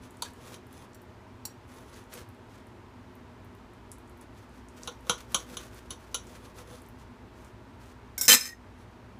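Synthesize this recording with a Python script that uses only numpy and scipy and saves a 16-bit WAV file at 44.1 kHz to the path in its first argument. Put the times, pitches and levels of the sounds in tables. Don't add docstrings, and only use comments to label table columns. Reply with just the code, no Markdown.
import sys
import numpy as np
from scipy import signal
from scipy.fft import rfft, irfft, next_fast_len
from scipy.io import wavfile
from scipy.ndimage import uniform_filter1d

SR = 44100
rng = np.random.default_rng(int(sys.argv[2]) if len(sys.argv) > 2 else 0)


def persist_wave(psi):
    counts = np.round(np.clip(psi, -1, 1) * 32767).astype(np.int16)
    wavfile.write(sys.argv[1], SR, np.atleast_2d(counts).T)


N = 405279

# (time [s], level [dB], bass tilt [dB], treble tilt [dB/octave])
PLATE_TAPS = [(0.2218, -23, -8.5, -1), (0.5414, -38, -12, 2), (4.8743, -22.5, -3, -10.5),
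              (5.068, -45.5, 7, 1), (5.0955, -9.5, -3.5, -4.5), (5.3446, -12, -4.5, 2.5),
              (5.569, -23.5, -8.5, -2.5), (5.906, -25.5, -11, 1.5), (6.144, -16.5, -10, 3)]
TAP_DAMPING = 1.49
# (centre [Hz], spread [Hz], relative level [dB], median t60 [s])
PLATE_CROWDS = [(171, 33, 0.5, 0.046), (496.3, 25, -1.5, 0.11), (843, 250, -2, 0.069), (1068, 12, -9, .13),
                (1199, 156.6, -1.5, 0.12), (1773, 290, -20, 0.045), (2463, 190, -10, 0.064),
                (3449, 310, -1, 0.094), (4230, 260, -13.5, 0.12), (5340, 250, -17, 0.034),
                (6225, 300, -4, 0.11), (7170, 370, -15.5, 0.16), (10120, 270, -3.5, 0.066),
                (14100, 400, -21.5, .06)]
# (time [s], fork level [dB], knife handle level [dB], fork bass tilt [dB])
STEEL_CLINKS = [(0.2213, -23, -55, 0), (.946, -54, -50.5, -8), (1.453, -30.5, -29, -5)]
# (centre [Hz], spread [Hz], relative level [dB], median t60 [s])
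FORK_CROWDS = [(948, 68, 1, 0.053), (4380, 190, -2, .055), (7530, 90, -4, .05), (8230, 87, -6, .05),
               (9300, 100, -9, 0.054)]
# (time [s], blade level [dB], handle level [dB])
TIP_BOUNCES = [(8.179, -28, -28.5), (8.2115, -29.5, -19), (8.232, -31, -28.5), (8.252, -40.5, -27.5)]
# (time [s], rim level [dB], blade level [dB], rim bass tilt [dB])
RIM_LANDINGS = [(8.281, -3, -9, -3), (8.2926, -8.5, -9.5, 3.5), (8.3004, 0, -21, -0.5),
                (8.308, -3, -22.5, 4.5), (8.319, -4, -20, -1), (8.328, -4, -19, -1), (8.346, -13, -23.5, 2),
                (8.367, -23.5, -34, 6)]
# (frequency [Hz], relative level [dB], t60 [s])
HANDLE_MODES = [(5650, 0, 0.13), (6800, -5.5, 0.065), (7400, -6, 0.13), (8000, -4.5, 0.085),
                (8740, -7, 0.06), (9760, -5, 0.1), (12780, -5, 0.1), (14250, -3.5, 0.11)]
# (frequency [Hz], relative level [dB], t60 [s])
BLADE_MODES = [(1530, -2, 0.076), (2170, -7, .06), (3690, -4, 0.055), (5280, 5.5, 0.056),
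               (6410, -2.5, 0.076), (8880, -5.5, 0.072), (10700, -5, 0.07), (12940, -4, 0.084)]
# (frequency [Hz], relative level [dB], t60 [s])
RIM_MODES = [(242, -15, 0.17), (500, -13.5, 0.14), (1240, -7, 0.045), (1529, -7.5, 0.05), (1760, -6, 0.09),
             (2425, -4, 0.085), (2700, -6.5, 0.098), (3080, -3.5, 0.049), (4100, 0.5, 0.074),
             (4840, -3, .08), (5100, 5, 0.059), (6130, 1.5, 0.093), (7420, -1, 0.05), (8600, -6, .1),
             (10820, -7, 0.09), (11300, -10, 0.1), (12200, -7, .09), (14000, -7, .08), (15000, -9.5, .08)]
# (time [s], nominal length [s], rustle level [dB], plate graze level [dB])
MEAT_STROKES = [(0, 0.061, -58, -59), (0.227, 0.051, -54, -76), (0.347, 0.15, -59.5, -59.5),
                (0.42, 0.12, -53.5, -75), (0.669, 0.14, -60, -58.5), (1.643, 0.16, -58.5, -62),
                (1.812, 0.18, -61, -61.5), (2.076, 0.12, -53, -61), (2.44, 0.13, -65, -80),
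                (3.898, 0.031, -62, -81), (4.199, 0.032, -64, -67), (4.31, 0.11, -62, -78),
                (4.49, 0.097, -64.5, -71), (4.686, 0.19, -59.5, -100), (4.821, 0.042, -57, -56),
                (5.018, 0.11, -55, -84), (5.138, 0.085, -59, -70), (5.252, 0.15, -54, -85),
                (5.447, 0.092, -52, -59), (5.555, 0.097, -53.5, -62), (5.703, 0.069, -57.5, -71),
                (5.888, 0.037, -50.5, -63), (5.98, 0.058, -62.5, -69.5), (6.19, 0.17, -58, -61),
                (6.396, 0.075, -58.5, -57.5), (6.533, 0.077, -52.5, -57), (6.629, 0.13, -57, -54.5),
                (6.966, 0.056, -62.5, -76), (7.303, 0.16, -62, -72), (7.762, 0.13, -61.5, -74),
                (8.76, 0.066, -68, -67)]
# (time [s], nominal length [s], rustle level [dB], plate graze level [dB])
LOW_RUSTLE = [(0, 0.4, -64, -80), (4.2, 2.13, -67.5, -78)]
# (frequency [Hz], relative density [dB/Hz])
RUSTLE_SPECTRUM = [(300, -29.5), (1200, -1), (3000, -8), (6000, -9.5), (10000, -14.5), (15000, -20.5),
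                   (16500, -35)]
# (time [s], level [dB],
# centre [Hz])
WET_TICKS = [(0.1077, -48, 9000), (0.1705, -51, 8300), (0.335, -51, 9000), (0.6684, -55, 11200),
             (0.7283, -48, 10900), (0.7786, -48, 6440), (0.933, -50, 6070), (1.0183, -53, 11000),
             (1.9424, -45, 5000), (2.139, -35.5, 9900), (2.2894, -53, 11100), (3.1537, -55, 11000),
             (3.4473, -56, 11000), (3.917, -35, 8300), (3.984, -52, 10300), (4.0755, -53, 7600),
             (4.0963, -53, 9700), (4.1735, -55, 11000), (4.213, -47, 8300), (4.6858, -47, 7360),
             (4.834, -34.5, 6400), (5.321, -45, 9600), (5.7453, -48, 9850), (6.2693, -44, 6200),
             (6.5868, -48.5, 6440), (6.819, -49, 9900), (6.863, -51, 8000), (6.8867, -51, 12200),
             (7.447, -49, 8550)]
# (peak time [s], frequency [Hz], level [dB], rise [s], fall [s])
GLAZE_TONES = [(.267, 1660, -47, .004, .004), (8.322, 3080, -4.5, .013, 0.01),
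               (8.33, 4060, -15, .012, .009), (8.52, 1883, -43, .06, 0.016)]
# (frequency [Hz], relative density [dB/Hz])
AIR_SPECTRUM = [(26, -35.5), (44, -6), (112, 1.5), (162, -18), (183, -3), (239, -9.5), (277, -7),
                (354, -8.5), (442, -9.5), (565, -15), (900, -13.5), (1540, -17.5), (15500, -47.5)]
# (frequency [Hz], width [Hz], level relative to air [dB])
AIR_RESONANCES = [(114.6, 56, -5.5), (248.8, 18.7, -4.5), (358.3, 6.8, -11), (400, 20, -15),
                  (630.3, 33, -14), (924, 190, -10)]
# (time [s], rms level [dB])
HUM_LEVELS = [(0.0, -84), (5.3, -55), (9.19, -61)]

# (bass tilt [dB], treble tilt [dB/octave], damping factor)
CLINK_HANDLE, BOUNCE_HANDLE = (0, 1.8, 1.9), (0, -1, 1)
BOUNCE_BLADE, LANDING_BLADE = (0, 3, 1.104), (-14, -6.5, 0.43)
# (treble tilt [dB/octave], damping factor)
CLINK_FORK, LANDING_RIM = (-6.5, 1.3), (0, 1.2)
BEAT_DEPTH, BEAT_LOW_HZ, BEAT_HIGH_HZ = 0.37, 25, 142

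SEATED_S, SEATED_DAMPING, SEATED_MUTE_DB_PER_S = 8.34, 3.4, 501
CLATTER_SWELL_S, CLATTER_HOLD_S, CLATTER_FADE_DB_PER_S = 0.022, 0.034, 749.5
TREMBLE_FADE_DB_PER_S, SETTLE_S, SETTLE_DB_PER_S, STILL_S = 97, 8.48, 450, 8.52
# (skid [dB], clatter onset [dB], full clatter [dB], tremble before its fade [dB])
RIM_DRIVE = (-69.5, -11.5, -8.5, -19.5)
BLADE_DRIVE = (-40.5, -29, -14, -20)
RASP_DRIVE = (-46, -15.5, -4.5, -23)
HELD_DB_PER_OCTAVE = 3

THUD_DB, THUD_PER_DB, THUD_DB_PER_DOUBLING = -56.5, 1.65, 2.5
FAINT_TICK_MAX_DB, FAINT_TICK_CENTRE_HZ, FAINT_TICKS_END_S = -55.5, 10100, 5.4
SINGING_WAVER_DB = 3.5
KITCHEN_T60_S, WALL_CUT_HZ, KITCHEN_DB = 0.19, 7000, -12
AIR_DB, HUM_HZ = -53, 59.5
GAIN_KNEE_DB, GAIN_SHARE, RELEASE_DB_PER_S = -17.5, 0.64, 30
CUTOFF_HZ = 16100


def cutlery_hits():
    taps = [(*row, TAP_DAMPING) for row in PLATE_TAPS]
    hits = blows(taps, crowd(PLATE_CROWDS, count=22), 3, -11.0, 0.0021, crack_hz=12400)

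    fork_rows = [(s, db, bass_db, *CLINK_FORK) for s, db, _, bass_db in STEEL_CLINKS]
    hits += blows(fork_rows, crowd(FORK_CROWDS, count=7), 2.0, -6.0, 0.0035, crack_hz=12100)

    handle_rows = struck(STEEL_CLINKS, CLINK_HANDLE, column=2)
    handle_rows += struck(TIP_BOUNCES, BOUNCE_HANDLE, column=2)
    hits += blows(handle_rows, HANDLE_MODES, 1.3, -8.0, 0.0088, crack_hz=15050)

    blade_rows = struck(TIP_BOUNCES, BOUNCE_BLADE, column=1)
    blade_rows += struck(RIM_LANDINGS, LANDING_BLADE, column=2)
    hits += blows(blade_rows, BLADE_MODES, 1.965, -7.5, 0.003, crack_hz=17060)

    treble_db, free_damping = LANDING_RIM
    choke = amp(-SEATED_MUTE_DB_PER_S * np.maximum(np.arange(N) / SR - SEATED_S, 0))
    for seated, damping, gain in ((False, free_damping, choke), (True, SEATED_DAMPING, 1)):
        rim_rows = [(s, db, bass_db, treble_db, damping)
                    for s, db, _, bass_db in RIM_LANDINGS if (s > SEATED_S) == seated]
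        hits += gain * blows(rim_rows, RIM_MODES, 3.4, 13.0, 0.00017, crack_hz=13000)
    return hits


def blows(events, modes, scatter_db, crack_db, crack_s, crack_hz):
    hz, level_db, t60_s = np.transpose(modes)[:, :, None].astype(np.float32)
    out = np.zeros(N + SR // 4)
    t = np.arange(SR // 4, dtype=np.float32) / SR
    octaves = np.clip(np.log2(hz / 4800), -3, 0.8)
    shares = amp(level_db) / np.sqrt(np.sum(amp(level_db) ** 2))
    dull = signal.butter(2, crack_hz, fs=SR, output="sos")
    rise = 1 - np.exp(-t * hz / 1.7)
    for s, blow_db, bass_db, treble_db, damping in events:
        tilt_db = np.where(octaves < 0, -bass_db / 2, treble_db) * octaves
        gains = shares * amp(tilt_db + rng.normal(0, scatter_db, hz.shape))
        phases = rng.uniform(0, 2 * np.pi, hz.shape).astype(np.float32)
        beat_hz = rng.uniform(BEAT_LOW_HZ, BEAT_HIGH_HZ, hz.shape).astype(np.float32)
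        beats = 1 + BEAT_DEPTH * np.sin(2 * np.pi * beat_hz * t + 3 * phases)
        decay = np.exp(-float(np.log(1000) * damping) * t / t60_s)
        tones = np.sin(2 * np.pi * hz * t + phases)
        body = np.sum(gains * rise * beats * tones * decay, axis=0)

        hiss = signal.lfilter([1, -0.4], [1], rng.standard_normal(len(t)))
        crack_gain = amp(crack_db + min(treble_db, 0) / 2)
        crack = crack_gain * signal.sosfilt(dull, hiss) * np.exp(-t / crack_s)
        at = round(s * SR)
        out[at:at + len(t)] += amp(blow_db) * (body + crack)
    return out[:N]


def struck(events, style, column):
    return [(row[0], row[column], *style) for row in events]


def crowd(families, count):
    places = np.linspace(-2, 2, count) + rng.uniform(-0.2, 0.2, (len(families), count))
    modes = []
    for (hz, spread_hz, db, t60_s), row in zip(families, places):
        for z in row:
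            modes.append((hz + spread_hz * z, db - 1.2 * z ** 2, t60_s * amp(rng.normal(0, 0.64))))
    return modes


def chatter():
    t = np.arange(N) / SR
    landed_s = t - RIM_LANDINGS[0][0]
    moving = (t > TIP_BOUNCES[0][0]) & (t < STILL_S + 0.03)
    swell = np.clip(landed_s / CLATTER_SWELL_S, 0, 1)
    fade_db = CLATTER_FADE_DB_PER_S * np.maximum(landed_s - CLATTER_SWELL_S - CLATTER_HOLD_S, 0)
    calm_db = TREMBLE_FADE_DB_PER_S * landed_s + SETTLE_DB_PER_S * np.maximum(t - SETTLE_S, 0)

    def drive_db(skid, onset, full, tremble):
        clatter_db = onset + (full - onset) * swell - fade_db
        tremble_db = tremble - calm_db - 99 * (swell < 1)
        return np.where(landed_s < 0, skid, np.maximum(clatter_db, tremble_db))

    still_db = np.where(moving, 0, -200)
    touches = grains(900, spread_db=2.5) * amp(2.2 * lumps(size=350))
    spit = rng.standard_normal(400) * np.exp(-np.arange(400) / 30)
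    band = signal.butter(1, [2800, 11000], "band", fs=SR, output="sos")
    rasp = rms_one(signal.sosfilt(band, signal.fftconvolve(touches, spit)[:N]))
    held = [(hz, db + HELD_DB_PER_OCTAVE * min(np.log2(hz / 5000), 0), t60_s)
            for hz, db, t60_s in BLADE_MODES]
    rings = through(touches, drive_db(*RIM_DRIVE) + still_db, RIM_MODES, SEATED_DAMPING)
    rings += through(touches, drive_db(*BLADE_DRIVE) + still_db, held, 1.6)
    rings *= np.exp(-np.maximum(t - STILL_S, 0) / 0.013)
    return rings + moving * amp(drive_db(*RASP_DRIVE)) * rasp


def rubbing():
    power = np.full((3, N), 1e-14)
    for s, length_s, rustle_db, graze_db in MEAT_STROKES + LOW_RUSTLE:
        thud_db = THUD_DB + THUD_PER_DB * (rustle_db + 55)
        thud_db += THUD_DB_PER_DOUBLING * np.log2(10 * length_s)
        levels_db = [rustle_db, graze_db, thud_db]
        at = round(s * SR)
        swell = signal.windows.tukey(round(length_s * SR * 1.554), 0.85)
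        power[:, at:at + len(swell)] += (amp(levels_db)[:, None] * swell) ** 2
    rustle, graze, thud = np.sqrt(power)

    snaps = grains(3000, spread_db=2.5) * amp(3.3 * lumps(size=500))
    fibres = coloured(snaps, RUSTLE_SPECTRUM)
    flesh_spectrum = [(120, -18), (250, -7.0), (500, -5.0), (900, -17.0), (2000, -31)]
    flesh = coloured(rng.standard_normal(N), flesh_spectrum)
    bands = [(hz, db + 1.46 * np.log2(hz / 4800), 3.3 / spread_hz)
             for hz, spread_hz, db, _ in PLATE_CROWDS]
    teeth = through(grains(2500, spread_db=1.0), 20 * np.log10(graze), bands, 0.96)
    return rustle * fibres + teeth + thud * flesh


def through(x, level_db, modes, damping):
    mode_power = [amp(db) ** 2 * t60_s / damping * SR / (12 * np.log(10)) for hz, db, t60_s in modes]
    contacts = rms_one(x) * amp(level_db)
    out = sum(amp(db) * ring(contacts, hz, t60_s / damping) * (-1) ** k
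              for k, (hz, db, t60_s) in enumerate(modes))
    return out / np.sqrt(sum(mode_power))


def ticks():
    out, t = np.zeros(N + 2000), np.arange(2000) / SR
    shape = np.exp(-t / 0.0007) + amp(-17) * np.exp(-t / 0.02)
    for s, level_db, hz in WET_TICKS + faint_ticks(count=16):
        band = signal.butter(2, [0.79 * hz, min(1.34 * hz, 18000)], "band", fs=SR, output="sos")
        at = round(s * SR)
        burst = signal.sosfilt(band, 2 * shape * rng.standard_normal(2000))
        out[at:at + 2000] += amp(level_db) * burst
    return out[:N]


def faint_ticks(count):
    when, level, pitch = rng.random((count, 3)).T
    hz = FAINT_TICK_CENTRE_HZ * 1.6 ** (pitch - 0.5)
    return list(zip(when * FAINT_TICKS_END_S, FAINT_TICK_MAX_DB - 6 * level, hz))


def singing():
    out, waver = np.zeros(N), amp(SINGING_WAVER_DB * lumps(size=200))
    for s, hz, db, rise_s, fall_s in GLAZE_TONES:
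        t = np.arange(N) / SR - s
        bell = np.exp(-0.5 * (t / np.where(t < 0, rise_s, fall_s)) ** 2)
        out += amp(db) * np.sin(2 * np.pi * hz * t) * bell
    return out * waver


def kitchen(x):
    t = np.arange(SR // 2) / SR
    white = rng.standard_normal(len(t))
    low = signal.sosfilt(signal.butter(1, WALL_CUT_HZ, fs=SR, output="sos"), white)
    fall = amp(-60 * t / KITCHEN_T60_S)
    tail = (low * fall + (white - low) * fall ** 2) * np.clip(t / 0.012, 0, 1)
    return signal.fftconvolve(x, tail / np.sqrt(np.sum(tail ** 2)))[:N]


def room_tone():
    air = coloured(rng.standard_normal(N), AIR_SPECTRUM)
    white = rng.standard_normal(N)
    peaks = sum(amp(db) * rms_one(ring(white, hz, 3.0 / width_hz))
                for hz, width_hz, db in AIR_RESONANCES)
    t = np.arange(N) / SR
    times_s, levels_db = np.transpose(HUM_LEVELS)
    hum = amp(np.interp(t, times_s, levels_db)) * np.sqrt(2) * np.sin(2 * np.pi * HUM_HZ * t)
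    return amp(AIR_DB) * (air + peaks) + hum


def amp(db):
    return 10 ** (np.asarray(db) / 20)


def rms_one(x):
    return x / np.sqrt(np.mean(x ** 2) + 1e-20)


def coloured(x, spectrum):
    size = next_fast_len(N)
    hz, db = np.transpose(spectrum)
    bins_hz = np.maximum(np.arange(size // 2 + 1) * SR / size, 1)
    gains = amp(np.interp(np.log(bins_hz), np.log(hz), db))
    return rms_one(irfft(rfft(x, size) * gains, size)[:N])


def ring(clicks, hz, t60_s):
    r, w = amp(-60 / (t60_s * SR)), 2 * np.pi * hz / SR
    return signal.lfilter([0, np.sin(w)], [1, -2 * r * np.cos(w), r * r], clicks + 1e-18)


def grains(per_s, spread_db):
    sizes = amp(spread_db * np.minimum(rng.exponential(1, N), 4)) * rng.choice([-1, 1], N)
    return sizes * (rng.random(N) < per_s / SR)


def lumps(size):
    once = uniform_filter1d(rng.standard_normal(N), size=size)
    return rms_one(uniform_filter1d(once, size=size))


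def scene():
    near = cutlery_hits() + chatter() + ticks() + rubbing()
    return (near + amp(KITCHEN_DB) * kitchen(near) + singing() + room_tone())[None]


def record(dry):
    t = np.arange(N) / SR
    level_db = 10 * np.log10(uniform_filter1d(dry[0] ** 2, size=880) + 1e-12)
    duck_db = GAIN_SHARE * np.maximum(level_db - GAIN_KNEE_DB, 0)
    held_db = np.maximum.accumulate(duck_db + RELEASE_DB_PER_S * t) - RELEASE_DB_PER_S * t
    out = 0.97 * np.tanh(dry * amp(-uniform_filter1d(held_db, size=440)) / 0.97)
    out = signal.sosfilt(signal.butter(3, 38, "high", fs=SR, output="sos"), out)
    return signal.sosfilt(signal.cheby2(16, 70, CUTOFF_HZ, fs=SR, output="sos"), out)


dry = scene()
out = record(dry)
persist_wave(out)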